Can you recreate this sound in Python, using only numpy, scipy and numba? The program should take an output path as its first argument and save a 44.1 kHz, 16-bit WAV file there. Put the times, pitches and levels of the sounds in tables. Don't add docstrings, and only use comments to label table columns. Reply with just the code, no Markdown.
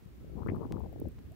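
import sys
import numpy as np
from scipy import signal
from scipy.fft import rfft, irfft
from scipy.io import wavfile
from numba import njit

SR = 44100
rng = np.random.default_rng(int(sys.argv[2]) if len(sys.argv) > 2 else 0)


def store_pcm(level_fs):
    pcm = np.round(np.clip(level_fs, -1, 1) * 32767).astype(np.int16)
    wavfile.write(sys.argv[1], SR, np.atleast_2d(pcm).T)


def volts(x):
    e = np.asarray(x, float) / 20
    return 10 ** e


N = 59535


@njit
def add(out, start, hz, cycles, size, phase, sr):
    for k in range(len(start)):
        width = cycles[k] / hz[k] * sr / 4
        centre = start[k] * sr
        first = max(int(centre - 4 * width), 0)
        last = min(int(centre + 4 * width) + 1, len(out))
        for i in range(first, last):
            u = i - centre
            bell = np.exp(-.5 * (u / width) ** 2)
            out[i] -= size[k] * bell * np.cos(2 * np.pi * hz[k] * u / sr + phase[k])
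    return out


def packets(t, hz, cycles, size, phase):
    columns = np.broadcast_arrays(t, hz, cycles, size, phase)
    return add(np.zeros(N), *(1. * column for column in columns), 1. * SR)


def pan(x, db):
    return x * volts(np.array([[db / 2], [-db / 2]]))


def walk(rate_hz):
    x = signal.sosfilt(signal.butter(2, rate_hz, fs=SR, output="sos"), rng.standard_normal(N))
    return x / x.std()


def high_pass(x, order, hz):
    return signal.sosfilt(signal.butter(order, hz, "high", fs=SR, output="sos"), x)


# f/Hz, level/dB (per Hz)
HISS_COLOUR = [(400, 0), (900, -2.5), (2400, -8), (6000, -17), (9500, -20), (13000, -16.5), (15700, -13.5),
               (16000, -43)]


def hiss():
    f = np.arange(N // 2 + 1) * SR / N + 1
    hz, db = np.array(HISS_COLOUR).T
    shape = volts(np.interp(np.log(f), np.log(hz), db))
    noise = irfft(rfft(rng.standard_normal((2, N))) * shape, N)
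    level_db = -73 + 3.5
    return noise * volts(level_db) / np.sqrt(np.mean(shape[f > 900] ** 2))


# t/s, level/dB, eddy speed (1 = light air)
LEFT_WIND = [(0, -66, 0.79), (.06, -51, 0.71), (.165, -57, 1.05), (.225, -47.5, 1.15), (.33, -45, 1.22),
             (.385, -36.5, 2.22), (.45, -42.5, 2.34), (.495, -41.5, 2.5), (.545, -33, 1.67),
             (.625, -33.5, 2.36), (.69, -43, 1.9), (.735, -37, 2.15), (.835, -35.5, 1.88),
             (.895, -44, 1.46), (.97, -44.5, 1.5), (1.077, -32, 1.29), (1.106, -51, 1.08),
             (1.35, -52.5, 1.22)]
# t/s, level/dB, eddy speed (1 = light air)
RIGHT_WIND = [(0, -55.5, 1.38), (.07, -51.5, 0.84), (.15, -52, 0.95), (.21, -47, 0.67), (.3, -48.5, 0.98),
              (.4, -44, 0.61), (.45, -43, 1.13), (.52, -36.5, 0.9), (.6, -38, 1.16), (.64, -43, 0.8),
              (.67, -40, 0.66), (.75, -46.5, 0.76), (.82, -48.5, 0.85), (.88, -42, 0.6), (.95, -47, 0.75),
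              (1.04, -49, 1), (1.12, -45.5, 1.01), (1.35, -50, 0.94)]
# f/Hz in light air, spread/octaves, length/cycles, level/dB, extra level/dB per doubled speed
EDDIES = [
    (57.43, 0.15, 2.73, -3.5, -8),
    (85.45, 0.29, 1.55, -2.5, -8),
    (145.1, 0.27, 1.58, -5.5, 3),
    (284.74, 0.26, 1.805, -7.5, 6),
    (444.5, 0.12, 2.86, -29.5, 10.5),
]


def buffet(wind, shelter_db):
    at, wind_db, speed = np.array(wind).T
    eddies_per_cycle, stretch_hz = .9, 486
    flicker_db, scatter_db = 2.4, 2.5
    flicker = walk(61)
    out = np.zeros(N)
    for hz, spread, cycles, own_db, speed_db in EDDIES:
        u, g = rng.random((1200, 2)).T, rng.standard_normal((1200, 2)).T
        t = np.cumsum((.3 + 1.4 * u[0]) / (hz * eddies_per_cycle))
        t = t[t < N / SR]
        n = len(t)
        v = np.clip(np.interp(t, at, speed), .5, 4)
        level_db = np.interp(t, at, wind_db) + own_db + speed_db * np.log2(v)
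        level_db += flicker_db * v * flicker[(t * SR).astype(int)] + scatter_db * g[0, :n]
        pitch = hz * v ** ((hz / stretch_hz) ** 2) * 2 ** (spread * g[1, :n])
        ceiling_db = -32 + shelter_db + 2.5 * np.log2(hz / stretch_hz)
        size = 1 / (volts(-level_db - 6) + volts(-ceiling_db))
        phase = 1.12 * np.pi * (u[1, :n] - .5)
        out += packets(t, pitch, cycles, size, phase)
    return out


def ring(u, hz, t60):
    return (u > 0) * np.exp(-np.log(1000) * np.abs(u) / t60) * np.sin(2 * np.pi * hz * u)


# t/s, peak level/dB, body level/dB (re peak), left-right/dB
TICKS = [
    (.0524, -61, 0, 4),
    (.4726, -49, -8, 1),
    (.5584, -54, -3, -3),
    (.7984, -46.5, -24, 0),
    (.9278, -45.5, -23, 1),
    (1.0006, -36.5, -18, 1),
    (1.086, -44.5, -23, -2),
    (1.1184, -66, 8, 0),
    (1.3204, -51, -2, -6),
]


def film_snaps():
    out, t = np.zeros((2, N)), np.arange(N) / SR
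    port_lag = np.array([[0], [.000014]])  # s, right port later
    for at, db, body_db, side_db in TICKS:
        u = t - at - port_lag
        snap = ring(u, 14460, 0.0014) - volts(body_db) * ring(u, 8000, 0.0013)
        out += pan(volts(db) * snap, side_db)
    return out


# t/s, peak level/dB,
# f/Hz
LEFT_SLAPS = [(0.3559, -31.5, 229), (0.3625, -31.5, 178), (0.3738, -32, 54.5), (0.3773, -29, 207),
              (0.3907, -32, 317), (0.408, -27.5, 199), (0.419, -30.5, 77), (0.4279, -39, 125),
              (0.4548, -27, 141), (0.4633, -25.0, 352), (0.4724, -26.5, 357), (0.4746, -28.5, 124),
              (0.4861, -26.5, 158), (0.4899, -23.5, 360), (0.4914, -22, 116), (0.4941, -25, 300),
              (0.499, -28.5, 290), (0.502, -25, 336), (0.5133, -31.5, 89), (0.5215, -26, 226),
              (0.5242, -22.5, 263), (0.5346, -23, 204), (0.5369, -25, 328), (0.5434, -40, 69.4),
              (0.5444, -25.5, 178), (0.5534, -27.5, 226), (0.5632, -31.5, 99), (0.5697, -30, 204),
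              (0.5938, -49, 111), (0.6094, -27, 347), (0.6148, -28, 146), (0.6162, -26.5, 353),
              (0.6208, -39, 126), (0.6526, -31.5, 162), (0.6564, -27.5, 277), (0.6711, -33, 207),
              (0.6966, -32.5, 88), (0.7082, -35, 141), (0.7138, -26.5, 352), (0.7276, -28.5, 156),
              (0.733, -32, 55), (0.7414, -24, 180), (0.7457, -27.5, 78), (0.7554, -32.5, 88),
              (0.7601, -24.5, 290), (0.7769, -36, 77.5), (0.7837, -29.5, 250), (0.7909, -33.5, 160),
              (0.8, -30.5, 206), (0.8185, -29, 61), (0.8314, -31.5, 56), (0.834, -30.5, 199),
              (0.9979, -28.5, 286), (1.0191, -33, 110), (1.0244, -24.5, 275), (1.0361, -39, 88),
              (1.049, -34.5, 100), (1.0591, -31.5, 123), (1.0721, -27, 260), (1.0745, -31.5, 78),
              (0.0613, -37, 140),
    (0.102, -40.5, 70),
    (0.3055, -39, 55),
    (0.3418, -36, 55),
    (0.866, -35.5, 141),
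    (0.8916, -34, 78.4),
    (0.9613, -32.5, 268),
    (1.1726, -38, 55),
    (1.2848, -39, 101),
]
# t/s, peak level/dB, f/Hz
RIGHT_SLAPS = [(0.2074, -36, 71), (0.2266, -41, 111), (0.288, -38, 86), (0.3363, -37, 55), (0.391, -42, 54),
               (0.421, -42, 69), (0.4464, -32, 254), (0.4518, -31, 108), (0.4687, -36.5, 226),
               (0.47, -32, 111), (0.4737, -46, 61), (0.4782, -36.5, 225), (0.481, -38, 78),
               (0.4923, -40, 90), (0.5022, -26, 111), (0.5058, -32, 158), (0.512, -29, 55),
               (0.518, -44, 125), (0.5203, -28, 370), (0.5211, -25, 228), (0.5228, -28, 141),
               (0.5408, -28, 156), (0.547, -41, 78), (0.565, -32, 159), (0.5774, -31.5, 99),
               (0.5857, -29, 204), (0.5885, -38, 55), (0.6093, -38, 55.4), (0.618, -37.5, 99),
               (0.6407, -35, 99), (0.6601, -30.5, 226), (0.6626, -32, 87.5), (0.6646, -47, 61),
               (0.6903, -44, 88), (0.705, -37.5, 54), (0.715, -35, 111), (0.7197, -31, 284),
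               (0.7237, -34, 55.4), (0.741, -36.5, 98.5), (0.7651, -33, 140), (0.789, -38, 55),
               (0.825, -38, 55), (0.8553, -37.5, 55.6), (0.8652, -33, 178), (0.8876, -38.5, 88),
               (0.943, -38, 69), (0.9634, -35, 125), (0.9878, -36, 98), (1.004, -36, 141),
               (1.0114, -34, 54), (1.0178, -27, 375), (1.022, -28.5, 204), (1.0382, -43, 124),
               (1.048, -33.5, 87), (1.0756, -33.5, 54.6), (1.0902, -40, 159), (1.119, -40.5, 68.5),
               (1.1667, -39.0, 54.6), (1.2568, -37.5, 70), (1.3077, -42.5, 86.4)]


def slaps():
    out = []
    for rows in (np.array(LEFT_SLAPS), np.array(RIGHT_SLAPS)):
        t, db, hz = rows.T
        out.append(packets(t, hz, 1.57, volts(db), 0))
    return np.array(out)


# t/s, length/s, start f/Hz, end f/Hz, level/dB
BUBBLES = [
    (1.310, .026, 580, 760, -56),
    (.205, .06, 1305, 1295, -75),
    (.29, .11, 1320, 1300, -78),
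]


def bubbles():
    out, t = np.zeros(N), np.arange(N) / SR
    for at, length, start_hz, end_hz, db in BUBBLES:
        u = np.clip((t - at) / length, 0, 1)
        swell = np.sqrt(np.abs(np.sin(np.pi * np.sqrt(u))))
        turns = length * (start_hz * u + (end_hz - start_hz) * u ** 2 / 2)
        out += volts(db - 2) * swell * np.sin(2 * np.pi * turns)
    return out


# t/s, peak level/dB, f/Hz
LEFT_SWIRLS = [(.362, -48, 670), (0.3928, -39.5, 940), (0.4333, -38.5, 1160), (0.4637, -35, 1110),
               (0.4716, -34.5, 1290), (.4774, -47, 1500), (0.483, -43, 1610), (0.4867, -30.5, 1940),
               (.4887, -50.5, 2780), (0.4911, -39, 2020), (0.4978, -36.5, 1940), (.501, -43.5, 2340),
               (.5118, -51, 2030), (0.5485, -35.5, 1050), (0.561, -37, 1020), (.567, -42, 1170),
               (0.6087, -42, 1000), (0.6174, -45, 1050), (.6285, -44, 1010), (0.6542, -37, 950),
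               (.7104, -40, 865), (0.7435, -41.5, 990), (.7695, -37.5, 1110), (.806, -35, 830),
               (0.8183, -47, 990), (0.861, -35, 716), (.9292, -37.5, 600), (.9617, -38, 626),
               (1.0185, -48, 755), (1.0565, -34.5, 594), (.247, -44, 480), (.273, -50, 470),
               (.298, -43.5, 480), (.335, -58, 504), (.421, -39.5, 710), (.4535, -52, 895),
               (.4905, -33, 900), (.4885, -39, 1290), (.4995, -41, 1240), (.5005, -56, 3150),
               (.509, -49, 1860), (.5145, -55, 2170), (.544, -48, 1050), (.5655, -47, 1400),
               (.65, -47, 1310), (.841, -48, 824), (.897, -51, 700), (1.0755, -45.5, 570)]
# t/s, peak level/dB, f/Hz
RIGHT_SWIRLS = [
    (.5205, -38.5, 630),
    (1.0175, -43, 790),
    (1.001, -45, 450),
    (.84, -50, 580),
]


def swirls():
    out = []
    for rows in (LEFT_SWIRLS, RIGHT_SWIRLS):
        t, db, hz = np.array(rows).T
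        cycles = 3.05 * np.sqrt(hz / 972)
        out.append(packets(t, hz, cycles, volts(db), rng.random(len(t)) * 2 * np.pi))
    return np.array(out)


# t/s, peak level/dB, width/s, sign, left-right/dB
POPS = [
    (0.7232, -29.5, 0.000089, 1, 4),
    (1.185, -43.5, 0.00043, -1, -4),
    (1.19, -48.5, 0.00018, -1, -14),
]


def pops():
    out, t = np.zeros((2, N)), np.arange(N) / SR
    for at, db, width, sign, side_db in POPS:
        side_width = np.where(t > at, width, 0.16 * width)
        pulse = np.exp(-np.abs(t - at) / side_width)
        out += pan(np.sign(sign) * volts(db) * pulse, side_db)
    return high_pass(out, 2, 500)


def scene():
    wind = np.array([buffet(LEFT_WIND, 0), buffet(RIGHT_WIND, -7)]) + slaps() + swirls()
    mud = film_snaps() + bubbles() + pops()
    return hiss() + wind + mud


def low_pass(x):
    return signal.sosfilt(signal.butter(12, 16800, fs=SR, output="sos"), x)


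def record(dry):
    x = high_pass(dry, 3, 47.7)
    x = signal.sosfilt(signal.ellip(8, .2, 60, 16700, fs=SR, output="sos"), x)
    return low_pass(x)


dry = scene()
out = record(dry)
store_pcm(out)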